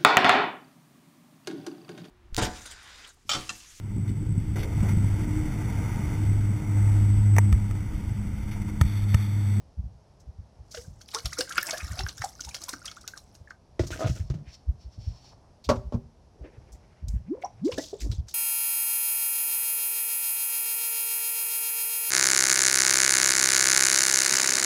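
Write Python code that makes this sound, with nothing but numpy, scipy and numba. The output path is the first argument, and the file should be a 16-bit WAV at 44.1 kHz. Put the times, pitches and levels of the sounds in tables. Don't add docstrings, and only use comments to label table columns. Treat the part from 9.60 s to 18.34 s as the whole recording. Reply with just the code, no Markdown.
import sys
import numpy as np
from scipy import signal
from scipy.fft import rfft, irfft
from scipy.io import wavfile
from scipy.ndimage import uniform_filter1d
from numba import njit

SR = 44100
rng = np.random.default_rng(int(sys.argv[2]) if len(sys.argv) > 2 else 0)


def wav_out(sig):
    wavfile.write(sys.argv[1], SR, np.round(np.clip(np.atleast_2d(sig).T, -1, 1) * 32767).astype(np.int16))


N = 385413
TIME = np.arange(N) / SR
SHORT = TIME[:SR // 2]

# (time [s], level [dB], droplet pitch [Hz])
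SLAPS = [(1.1464, -26, 4530), (1.173, -31.5, 2960), (1.219, -38.5, 6230), (1.414, -33, 4900),
         (1.486, -35, 3600), (1.514, -31, 4200), (1.5466, -13.5, 5400), (1.586, -20.5, 4530),
         (1.6576, -15, 4220), (1.731, -21, 6260), (1.7884, -14, 5640), (1.8072, -11, 4550),
         (1.8936, -24.5, 7100), (1.922, -23, 2900), (1.955, -28, 1830), (1.971, -27, 2140),
         (1.979, -12, 3000), (2.011, -24, 5480), (2.0673, -19, 7300), (2.0889, -18.5, 2300),
         (2.1091, -15.5, 4700), (2.1355, -21.5, 1840), (2.1794, -21.5, 5970), (2.2069, -28.5, 2370),
         (2.269, -34.5, 6050), (2.246, -34, 6570), (2.319, -32, 6800), (2.391, -15.5, 4300),
         (2.408, -26, 4230), (2.465, -34, 1720), (2.4897, -21, 4300), (2.58, -27.5, 5570),
         (2.6193, -20, 1730), (2.6442, -19.5, 6800), (2.689, -32, 5740), (2.806, -22, 5300),
         (2.848, -23.5, 5800), (2.8896, -25, 6200), (2.9475, -19, 5060), (2.9656, -28.5, 5100),
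         (3.017, -26.5, 6160), (3.037, -23, 6840), (3.092, -16.5, 6140), (3.1323, -23.5, 5600),
         (3.256, -21.5, 5200), (3.28, -27.5, 3160), (3.314, -29, 4100), (3.365, -36, 5840),
         (3.4117, -36.5, 6530), (3.481, -25.5, 5250), (3.575, -28, 5970), (3.751, -38, 6300),
         (3.904, -41.5, 5000), (7.824, -33, 2050), (8.078, -39, 2400), (8.121, -24, 3000),
         (8.141, -32, 4200), (8.183, -21, 4800), (8.516, -35, 4440), (8.534, -49, 5900), (8.684, -32, 5500)]
# (time [s], starting pitch [Hz], level [dB], t60 [s])
LARGE_BUBBLES = [(1.146, 590, -30, 0.045), (1.145, 1460, -30.5, 0.023), (1.171, 1520, -36, .03),
                 (1.246, 1490, -50.5, .04), (1.172, 462, -30.5, .13), (1.543, 928, -28.5, 0.099),
                 (1.547, 445, -32, .15), (1.552, 1077, -24, .07), (1.565, 1310, -26, 0.043),
                 (1.771, 1400, -31.5, .04), (1.655, 676, -33.5, 0.039), (1.658, 1330, -26.5, 0.016),
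                 (1.724, 1420, -31.5, .015), (1.786, 472, -21.5, .12), (1.79, 320, -25.5, 0.073),
                 (1.807, 1540, -21.5, 0.027), (1.904, 1322, -27, 0.09), (1.959, 1400, -30.5, 0.06),
                 (1.981, 338, -40, 0.085), (1.9806, 1390, -4.5, 0.016), (1.982, 2100, -23.5, 0.025),
                 (1.984, 2750, -33, .089), (2.201, 2420, -32.5, 0.062), (2.028, 1590, -19.5, 0.031),
                 (2.068, 657, -39, .14), (2.084, 875, -31.5, 0.055), (2.092, 654, -35.5, .14),
                 (2.130, 624, -21, 0.069), (2.13, 1652, -28, 0.14), (2.279, 1330, -37, 0.04),
                 (2.338, 633, -39.5, 0.058), (2.370, 690, -36.5, 0.078), (2.395, 745, -26, .08),
                 (2.398, 369, -38, 0.16), (2.465, 1534, -18, 0.016), (2.617, 1230, -30, 0.03),
                 (2.618, 770, -33, 0.035), (2.640, 764, -17, 0.043), (2.804, 272, -48, 0.068),
                 (2.804, 1370, -43, 0.026), (2.871, 896, -37.5, .071), (3.082, 973, -30, 0.052),
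                 (3.133, 279, -27, 0.031), (3.137, 1360, -19, 0.0088), (3.275, 1350, -36, .048),
                 (3.279, 3110, -27.5, 0.032), (2.91, 2290, -38, .035), (3.016, 1120, -44, .035),
                 (3.563, 1280, -44, 0.024), (1.875, 1500, -33, .03), (1.909, 1494, -25.5, .035),
                 (1.969, 1630, -20, 0.018), (2.05, 1710, -33, 0.027), (2.093, 1770, -31, .04),
                 (2.33, 1510, -37, .04), (2.984, 1400, -46, 0.028), (3.096, 1450, -36, .03),
                 (3.167, 1310, -43, .035), (3.217, 1420, -37, 0.035), (3.245, 1250, -37, 0.03),
                 (3.314, 1270, -38, .04), (3.482, 1390, -36, 0.03), (3.369, 1380, -33.5, 0.042),
                 (3.44, 1330, -39.5, 0.043), (3.536, 1460, -28.5, .027), (3.874, 1660, -38, 0.031),
                 (3.907, 1520, -25.5, 0.017), (4.326, 1410, -28, .03), (4.334, 1600, -26.5, 0.037),
                 (7.817, 520, -38, 0.076), (7.818, 2050, -44, 0.047), (7.836, 712, -20, 0.056),
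                 (7.843, 755, -21.5, .05), (7.85, 936, -28.5, .06), (7.847, 5480, -28.5, 0.02),
                 (8.118, 1017, -33.5, .06), (8.18, 276, -17.5, 0.068), (8.179, 457, -21.5, .025),
                 (8.184, 633, -17, 0.03), (8.177, 1575, -26.5, 0.049), (8.191, 1780, -35, 0.066),
                 (8.329, 405, -21.5, 0.076), (8.331, 626, -29, 0.028)]
# (time [s], level [dB])
PIPE_FLOW = [(1.05, -78.5), (1.17, -55.5), (1.33, -78.5), (1.471, -66), (1.56, -53), (1.64, -57.5),
             (2.101, -49.5), (2.4, -51), (2.548, -59.5), (2.75, -60.5), (3.15, -60), (3.55, -66),
             (3.92, -82)]
FULL_FLOW_DB = -51.5


def amp(db):
    return 10 ** (np.asarray(db) / 20)


def unit(x):
    return x / np.sqrt(np.mean(x ** 2))


def fade(t60):
    return amp(-60 * SHORT / max(t60, .003))


def swell(s, db):
    level_db = np.interp(TIME, s, db, left=-200, right=-200)
    return uniform_filter1d(amp(level_db), 256)


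def stroke(start, attack, hold, release, db):
    corners = start + np.cumsum([0, attack, hold, release])
    return swell(corners, db - 32 * np.array([1, 0, 0, 1]))


def add(out, s, sound):
    i = max(int(s * SR), 0)
    out[i:i + len(sound)] += sound[:max(N - i, 0)]


def colour(x, points):
    hz, db = np.transpose(points)
    size = 4096
    log_bins = np.log(np.fft.rfftfreq(size, 1 / SR) + 1)
    cepstrum = irfft(np.log(amp(np.interp(log_bins, np.log(hz), db))))
    cepstrum[1:size // 2] *= 2
    cepstrum[size // 2 + 1:] = 0
    response = irfft(np.exp(rfft(cepstrum)))
    return signal.fftconvolve(x, response / np.linalg.norm(response))[:len(x)]


def walk(rate):
    steps = rng.standard_normal(16384)
    return np.interp(TIME * rate, np.arange(len(steps)), steps)


@njit
def ring_grains(start, hz, cycles, size, rise):
    out = np.zeros(N)
    for k in range(len(start)):
        n = int(cycles[k] * SR / hz[k]) + 2
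        for i in range(min(n, N - start[k])):
            u = i / n
            phase = 2 * np.pi * hz[k] * i / SR * (1 + rise * u / 2)
            out[start[k] + i] += size[k] * np.exp(-6 * u) * np.sin(phase)
    return out


def grains(low_hz, high_hz, cycles, spread_db, rise, count):
    when, pitch, length, size = rng.random((count, 4)).T
    hz = np.minimum(low_hz * (high_hz / low_hz) ** pitch, SR * .4)
    start = (when * N).astype(np.int64)
    height = amp(-spread_db * np.log(1 - size)) * np.sqrt(hz)
    x = ring_grains(start, hz, cycles * (.5 + length), height, float(rise))
    return x / np.sqrt(np.abs(uniform_filter1d(x ** 2, size=1800)) + 1e-9)


def hiss(hz, width):
    b, a = signal.iirpeak(min(hz, SR * .3), max(1 / width, hz / SR * 3), fs=SR)
    once = signal.lfilter(b, a, rng.standard_normal(len(SHORT)))
    twice = signal.lfilter(b, a, once)
    return unit(colour(twice, [(400, -8.0), (1500, -5), (6000, 0), (9000, -4), (15500, 5.0)]))


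def body(modes):
    chance = rng.standard_normal((len(modes), 2))
    ring = np.zeros(len(SHORT))
    for (hz, db, t60), (spot, side) in zip(modes, chance):
        gain = np.sign(side) * amp(db + 0.67 * spot)
        ring += gain * fade(t60) * np.sin(2 * np.pi * hz * SHORT)
    return ring / 2


def tick(db, t60):
    crack = rng.standard_normal(len(SHORT)) * fade(t60)
    spectrum = [(200, -25), (1200, 11.5), (2200, 5.5), (3800, 5.0), (5800, 6.5), (9000, -11), (15000, -23.0)]
    return amp(db - 9) * colour(crack, spectrum)


def splashes(count=14):
    scatter_s = 0.0075
    s, db, hz = np.transpose(SLAPS)[:, :, None]
    wait, pitch, length, size = rng.random((len(s), count, 4)).transpose(2, 0, 1)
    late = -np.log(1 - wait) * np.linspace(0, 2.2, count)
    size = amp(4.5 * size - 2.2 * late)
    cycles = 100 * length ** 2 + 10
    cluster = np.linalg.norm(size * np.sqrt(cycles), axis=1, keepdims=True)
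    size *= amp(db + 13) * np.sqrt(hz / 5000) / cluster
    hz = np.clip(hz * 2 ** (1.45 * (pitch - .5)), 500, SR * .4)
    start = ((s + scatter_s * late) * SR).astype(np.int64)
    out = ring_grains(start.ravel(), hz.ravel(), cycles.ravel(), size.ravel(), 0.087)
    for s, db, hz in SLAPS:
        decay = fade(0.014) + amp(-12.5) * fade(7 * scatter_s)
        add(out, s, amp(db - 0.5) * hiss(hz, width=0.51) * decay * (1 - fade(0.0086)))
    return out


def liquid():
    # (frequency [Hz], level [dB])
    spray_colour = [(800, -22.5), (1500, -15.5), (2800, -15), (4000, -6.5), (5500, 3.5), (7500, -4.5),
                    (11000, -7.5), (15500, -9)]
    # (frequency [Hz], level [dB])
    gurgle_colour = [(200, -11.5), (330, -3.5), (400, -23), (490, -17.5), (570, -3), (700, -3), (950, -9),
                     (1400, 6.5), (2000, 0), (3000, -3.5), (5000, -36)]
    s, flow_db = np.transpose(PIPE_FLOW)
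    gurgle_db = -59.5 + 3.3 * (flow_db - FULL_FLOW_DB)
    surge, t = np.zeros(N), SHORT - SHORT.mean()
    rise_s, fall_s = 0.0061, 0.0085
    for at, db, _ in SLAPS:
        add(surge, at + t[0], amp(db) * np.exp(np.minimum(t / rise_s, -t / fall_s)))
    mist = grains(2000, 18000, cycles=8, spread_db=5.0, rise=.1, count=26000)
    beads = grains(2000, 12000, cycles=45, spread_db=3.8, rise=.06, count=11000)
    froth = grains(280, 3500, cycles=18, spread_db=4, rise=.12, count=7000)
    spray = colour(amp(-4.0) * mist + amp(4.5) * beads, spray_colour)
    gurgle = colour(froth, gurgle_colour)
    spray_gain = swell(s, flow_db) + amp(-22) * surge
    gurgle_gain = swell(s, gurgle_db) + amp(-25) * surge
    return spray_gain * spray + gurgle_gain * gurgle


def snaps():
    # (time [s], peak level [dB], pitch [Hz])
    films = [(1.4885, -28, 4000), (2.58, -31, 5600), (1.6565, -14, 3660), (1.8057, -16.5, 4300),
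             (1.9808, -10, 1560), (1.9812, -19.5, 5200), (2.0298, -12.5, 8100), (2.4652, -26.5, 2200),
             (2.8205, -25.5, 4300), (2.9452, -14.5, 3550), (3.0906, -17, 6000), (3.4775, -15, 4850),
             (8.182, -19.5, 5000), (8.5155, -29, 3500)]
    out = np.zeros(N)
    for s, db, hz in films:
        crack = hiss(hz, width=1.1) * fade(.009)
        add(out, s, amp(db) * crack / np.abs(crack).max())
    return out


def bubbles():
    out = np.zeros(N)
    for s, hz, db, t60 in LARGE_BUBBLES:
        waver = 1 + .05 * np.interp(SHORT * 300, np.arange(200), rng.standard_normal(200))
        pitch = hz * (1 + .2 * np.minimum(SHORT / t60, 1)) * waver
        envelope = fade(t60) * (1 - fade(.3 * t60))
        add(out, s, amp(db + 5.5) * envelope * np.sin(2 * np.pi * np.cumsum(pitch) / SR))
    return out


def followers(count=4):
    s, hz, db, t60 = np.repeat(LARGE_BUBBLES, count, axis=0).T
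    wait, pitch, length = rng.random((len(s), 3)).T
    start = ((s + np.minimum(0.025, t60) * wait) * SR).astype(np.int64)
    size = amp(db - 10.5 - 6 * wait)
    return ring_grains(start, hz * 2 ** (.9 * (pitch - .45)), 8 + 24 * length, size, 0.19)


def drips(count=240):
    s, flow_db = np.transpose(PIPE_FLOW)
    vigour = swell(s, flow_db - FULL_FLOW_DB)
    when, pitch, length, size = rng.random((count, 4)).T
    start = np.searchsorted(np.cumsum(vigour) / np.sum(vigour), when)
    hz = 1514 * 2 ** (1.1 * (pitch - .5))
    return ring_grains(start, hz, 15 + 40 * length, vigour[start] * amp(-47.5 + 4 * (size + 1.0)), .25)


def pipe(x):
    # (frequency [Hz], level [dB], t60 [s])
    pipe_modes = [(664, -13, .09), (726, -14.5, 0.083), (1240, -5.5, 0.13), (1800, -11.5, .12),
                  (2130, -10, .09), (2204, 0.5, 0.15), (2650, -7, 0.16), (4140, -4, 0.21),
                  (5685, -3.5, .06)]
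    ring = np.zeros(len(SHORT))
    for hz, db, t60 in pipe_modes:
        ring += 2 * amp(db) * fade(t60) / fade(t60).sum() * np.cos(2 * np.pi * hz * SHORT)
    return amp(-6.17) * (x + signal.fftconvolve(x, ring)[:N])


def gulps():
    # (time at mid-sweep [s], level [dB], opening time constant [s], final pitch [Hz])
    air_pockets = [(7.719, -23.5, 0.0253, 551), (8.061, -18.5, 0.0216, 541)]
    low_hz = 100.7
    out, wake, t = np.zeros(N), np.zeros(N), SHORT - SHORT.mean()
    burst = np.exp(-(t / .021) ** 2)
    for s, db, opening, top_hz in air_pockets:
        flutter, waver = walk(120)[:len(t)], walk(164)[:len(t)]
        skirt = amp(-17 + 6.2 * flutter) * np.exp(-(t / 0.077) ** 2)
        loudness = burst + skirt
        sweep = low_hz + (top_hz - low_hz) / (1 + np.exp(-t / opening))
        hz = sweep * (1 + 0.073 * waver * (1 - burst))
        tone = np.sin(2 * np.pi * np.cumsum(hz) / SR)
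        add(out, s + t[0], amp(db) * loudness / loudness.max() * tone)
        add(wake, s + t[0] + .04, amp(db - 33.5) * np.exp(-(t / 0.047) ** 2))
    return out + wake * grains(290, 1100, cycles=12, spread_db=-3.5, rise=.2, count=4000)


def trickle():
    # (time [s], level [dB])
    trickle_flow = [(8.03, -93), (8.055, -49), (8.1, -62), (8.14, -57), (8.17, -53), (8.24, -48.5),
                    (8.31, -56.5), (8.37, -62.5), (8.42, -52), (8.48, -81), (8.53, -51), (8.61, -67)]
    beads = grains(3200, 8000, cycles=40, spread_db=3.2, rise=.06, count=14000)
    return beads * swell(*np.transpose(trickle_flow))


def muffler():
    # (time [s], level [dB], tick level [dB], contact time [ms], four times the push's rise)
    blows = [(6.090, -16.5, -18.5, 0.18), (6.097, -18.5, -19.5, 0.24), (6.112, -17.5, -48, 0.64),
             (6.157, -29, -40.5, 1.4), (6.323, -29, -45.5, 1.2), (6.333, -28.5, -47, 1.3),
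             (6.343, -10, -45, 3.9)]
    # (frequency [Hz], level [dB], t60 [s])
    shell_modes = [(145.8, -14.5, 0.39), (236, 1.5, 0.16), (385, -15, 0.28), (462, -3, 0.11),
                   (545, 0, 0.11), (589, 3.5, 0.091), (635, 2.5, 0.063), (921, -4.5, 0.11),
                   (1040, -18, 0.038), (1057, -1.5, 0.11), (1130, 0.5, 0.075), (1360, -9, 0.18),
                   (1360, -13, 0.07), (1546, -23, 0.1), (1800, -30.5, .1), (1940, -25, .09),
                   (2335, -24, 0.12), (2710, -23, 0.059)]
    rattle_colour = [(100, -9.0), (300, -10), (560, -6), (800, -5), (1100, -3.5), (1400, -10),
                     (1800, -23), (4000, -30.0)]
    out = np.zeros(N)
    for s, db, tick_db, contact_ms in blows:
        push = SHORT * np.exp(-SHORT * 4000 / max(contact_ms, .05))
        rattle = colour(rng.standard_normal(len(SHORT)) * fade(0.15), rattle_colour)
        ring = body(shell_modes) + amp(-6.0) * rattle
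        blow = signal.fftconvolve(ring, push / push.sum())[:len(SHORT)]
        add(out, s, amp(db) * blow + tick(tick_db, t60=0.089))
    return out


def jug():
    # (time [s], level [dB], tick level [dB])
    landings = [(4.194, -12, -27.5), (4.236, -29, -38), (4.268, -54, -42), (4.305, -31, -32.5),
                (4.7, -31, -39.5), (4.741, -38, -45), (4.787, -54, -58)]
    # (frequency [Hz], level [dB], t60 [s])
    jug_modes = [(258, -16, 0.26), (349, 2.5, 0.078), (472, 5.5, 0.013), (563, -14, 0.1),
                 (636, -4.5, 0.058), (880, -24, 0.089), (1445, -24, 0.11), (1946, -12.5, 0.026)]
    # (time [s], level [dB])
    catches = [(4.332, -44), (4.36, -36), (4.394, -27), (4.406, -20.5), (4.415, -20.5), (4.423, -19),
               (4.433, -25.5), (4.443, -19.5), (4.462, -23), (4.483, -38), (4.502, -49)]
    # (frequency [Hz], level [dB], t60 [s])
    table_modes = [(315, -7, 0.039), (530, -8, 0.045), (643, 0, 0.078), (730, -4.5, 0.031),
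                   (1028, -13, .05), (1230, -9.5, 0.046), (1450, -13.5, 0.046), (1920, -16, 0.022)]
    # (time [s], level [dB])
    drag = [(4.32, -48), (4.345, -45), (4.38, -41.5), (4.41, -38.5), (4.465, -36), (4.5, -41), (4.53, -57),
            (4.57, -46.5), (4.64, -68)]
    # (frequency [Hz], level [dB])
    drag_colour = [(120, -9), (200, -4), (312, -2), (415, -10), (461, -3), (504, -10), (646, -12.5),
                   (875, -18), (1140, -29), (1250, -8), (2020, -10.5), (3500, -10), (6290, -21),
                   (14000, -39)]
    out = np.zeros(N)
    for s, db, tick_db in landings:
        add(out, s, amp(db) * body(jug_modes) + tick(tick_db, t60=0.12))
    for s, db in catches:
        add(out, s, amp(db) * body(table_modes) + tick(db - 21, t60=.02))
    grit = grains(237, 9300, cycles=5, spread_db=3.2, rise=0, count=32000)
    slop = grains(400, 2600, cycles=22, spread_db=4, rise=.05, count=3000)
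    scrape = unit(colour(grit + slop / 2, drag_colour)) * amp(2.7 * walk(90))
    return out + scrape * swell(*np.transpose(drag))


def booms():
    # (time [s], level [dB], pitch [Hz], t60 [s])
    flexes = [(4.198, -22, 111.5, 0.14), (4.443, -20, 127, 0.15), (4.5, -14.5, 116.5, 0.13),
              (4.703, -28.5, 138, 0.23), (4.751, -26, 148, 0.17), (6.095, -24, 115, 0.32)]
    out = np.zeros(N)
    for s, db, hz, t60 in flexes:
        add(out, s, amp(db) * fade(t60) * (1 - fade(0.0085)) * np.sin(2 * np.pi * hz * SHORT))
    return out


def surroundings(x, wet_db, t60):
    tail = rng.standard_normal(len(SHORT)) * fade(t60) * (1 - fade(0.013))
    tail = colour(tail, [(100, -4.5), (500, -0.5), (2500, -5.0), (5500, -1.0), (14000, 4.5)])
    return x + amp(wet_db) * signal.fftconvolve(x, tail / np.linalg.norm(tail))[:N]


def thuds():
    # (time of envelope peak [s], level [dB], length at half height [s])
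    buffets = [(0.19, -23, 0.022), (0.256, -26.5, 0.032), (0.327, -39.5, .019), (0.689, -32, 0.029),
               (0.796, -31.5, .017), (1.004, -37, 0.021), (1.19, -40, .019), (1.283, -29, 0.0072),
               (1.367, -39, 0.012), (1.656, -23.5, 0.014), (1.957, -48, 0.015), (2.241, -28, 0.022),
               (2.312, -24, .016), (2.409, -27.5, 0.038), (2.441, -27.5, 0.0091), (2.605, -30.5, 0.012),
               (2.874, -34, 0.025), (3.817, -37.5, 0.016), (4.212, -19, 0.015), (4.249, -30, .018),
               (4.322, -27.5, 0.013), (4.459, -19.5, 0.0069), (4.503, -18, 0.016), (4.607, -18.5, 0.013),
               (4.706, -19.5, .008), (4.883, -38, 0.03), (5.094, -19.5, 0.029), (5.268, -32.5, 0.03),
               (5.386, -28, 0.012), (5.437, -39, 0.011), (5.481, -22, .02), (6.09, -27, 0.027),
               (6.178, -25.5, 0.017), (6.268, -29, 0.035), (6.354, -17, 0.0081), (6.822, -36, 0.032),
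               (6.983, -36, 0.011), (7.133, -38, 0.045), (7.438, -27, 0.021), (7.499, -24, 0.051),
               (7.554, -17, .033), (8.134, -29.5, 0.014), (8.449, -22, 0.046), (8.502, -17.5, 0.014),
               (8.593, -23, 0.027)]
    out, shake = np.zeros((2, N))
    for s, db, length in buffets:
        hz = 75.3 * (0.019 / length) ** .42
        lead = min(s, 2 * length)
        t = SHORT - lead
        envelope = np.exp(-np.log(16) * (t / length) ** 2)
        add(out, s - lead, amp(db) * envelope * np.cos(2 * np.pi * (hz * t + rng.random())))
        add(shake, s - length / 2, amp(db) * fade(0.24) * (1 - fade(0.017)))
    rumble_colour = [(22, -24.0), (48, 5.5), (110, 3), (200, -12), (400, -46.5), (1200, -67)]
    rumble = colour(rng.standard_normal(N), rumble_colour)
    return out + amp(-8) * shake * rumble


def brushes():
    # (time [s], level [dB], pitch [Hz], rise time constant [s], t60 [s])
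    swishes = [(0.597, -55.5, 5800, 0.0045, .089), (1.107, -43, 5760, 0.0086, 0.19),
               (1.14, -43.5, 6200, 0.024, .42), (4.204, -51, 5600, .011, 0.49),
               (4.266, -41, 5700, .0024, 0.15), (4.307, -41, 6250, .009, .35),
               (4.308, -34, 2570, 0.015, 0.14), (4.384, -37, 5540, 0.019, 0.24),
               (4.459, -40, 5600, 0.02, 0.35), (4.553, -47.5, 6200, 0.0019, 0.25),
               (4.46, -40, 3000, .012, 0.13), (4.598, -48, 1950, .005, 0.075),
               (6.04, -38, 4200, 0.0077, 0.098), (7.12, -54, 6600, .0013, .15),
               (7.483, -35, 6000, .0007, 0.031), (7.49, -54, 7000, 0.0057, 0.25),
               (7.816, -61, 2050, 0.0087, 0.093), (8.046, -48, 5200, 0.0037, 0.35),
               (8.118, -32.5, 2860, 0.0027, 0.079), (8.196, -27.5, 5300, 0.059, 0.24),
               (8.4, -38.5, 5720, 0.0098, 0.23), (8.404, -36, 2200, 0.021, .1),
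               (8.514, -38, 4200, 0.0034, 0.077), (8.682, -41.5, 5300, 0.0053, 0.19)]
    out = np.zeros(N)
    for s, db, hz, rise, t60 in swishes:
        add(out, s, amp(db) * hiss(hz, width=0.7) * fade(t60) * (1 - fade(7 * rise)))
    return out * amp(1.8 * walk(250) + 2.6 * walk(1400) - 1)


def rubs():
    # (start [s], attack [s], hold [s], release [s], level [dB], pitch [Hz])
    slow_slides = [(4.68, 0.037, 0.075, 0.1, -42, 160), (4.827, 0.053, .025, 0.045, -60.5, 2200),
                   (5.3, 0.3, .3, .15, -67, 820), (6.661, 0.11, .1, 0.55, -59, 396),
                   (6.775, .08, 0.057, 0.75, -70, 2030), (6.9, .4, .7, .2, -73.5, 2040),
                   (8.386, 0.042, 0.08, 0.094, -44.5, 238)]
    out = np.zeros(N)
    for *movement, hz in slow_slides:
        sos = signal.butter(2, [hz / 1.43, hz * 1.27], "band", fs=SR, output="sos")
        band = signal.sosfilt(sos, rng.standard_normal(N))
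        out += unit(band) * stroke(*movement)
    return out * amp(5.9 * walk(45) + 1.8 * walk(500))


def rustle():
    # (start [s], attack [s], hold [s], release [s], level [dB])
    movements = [(4.497, 0.056, 0.13, 0.12, -66.5), (4.829, .06, 0.066, 0.17, -60.5),
                 (4.912, 0.029, 0.0076, 0.02, -51.5), (5.16, 0.047, .03, 0.11, -63.5),
                 (5.272, 0.056, .02, 0.086, -62), (5.356, 0.059, 0.083, 0.19, -58.5),
                 (5.513, 0.047, 0.072, 0.071, -64), (5.613, 0.037, 0.05, 0.12, -58.5)]
    # (frequency [Hz], level [dB])
    rustle_colour = [(1500, -13.5), (2800, -7.5), (4000, -5), (4500, 3), (4900, -5), (5300, 6),
                     (5900, -0.5), (6300, -10), (7500, -13), (8200, -20.5), (15000, -33.5)]
    noise = unit(colour(rng.standard_normal(N), rustle_colour))
    return noise * sum(stroke(*row) for row in movements) * amp(1.1 * walk(88))


def yard():
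    # (frequency [Hz], level [dB])
    air_colour = [(15, -49), (25, -7), (45, 0), (75, 2.5), (305, -14), (537, -15.5), (631, -13),
                  (919, -18.5), (1380, -28.5), (2120, -33.5), (3720, -35.5), (5580, -30), (7300, -41.5),
                  (11500, -45), (13500, -79.5), (15500, -66)]
    return unit(colour(rng.standard_normal(N), air_colour)) * amp(-56.5 + 0.87 * walk(4.0))


def scene():
    inside = liquid() + splashes() + snaps() + bubbles() + followers() + drips()
    wet = surroundings(pipe(inside), wet_db=-8.0, t60=.22)
    solid = surroundings(jug() + muffler() + booms() + gulps(), wet_db=-14, t60=0.37)
    return (wet + solid + trickle() + thuds() + rustle() + rubs() + brushes() + yard())[None]


def record(dry):
    dry = signal.sosfilt(signal.butter(3, 30, "high", fs=SR, output="sos"), dry)
    return signal.sosfilt(signal.ellip(8, .2, 80, 15900, fs=SR, output="sos"), dry)


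dry = scene()
out = record(dry)
wav_out(out)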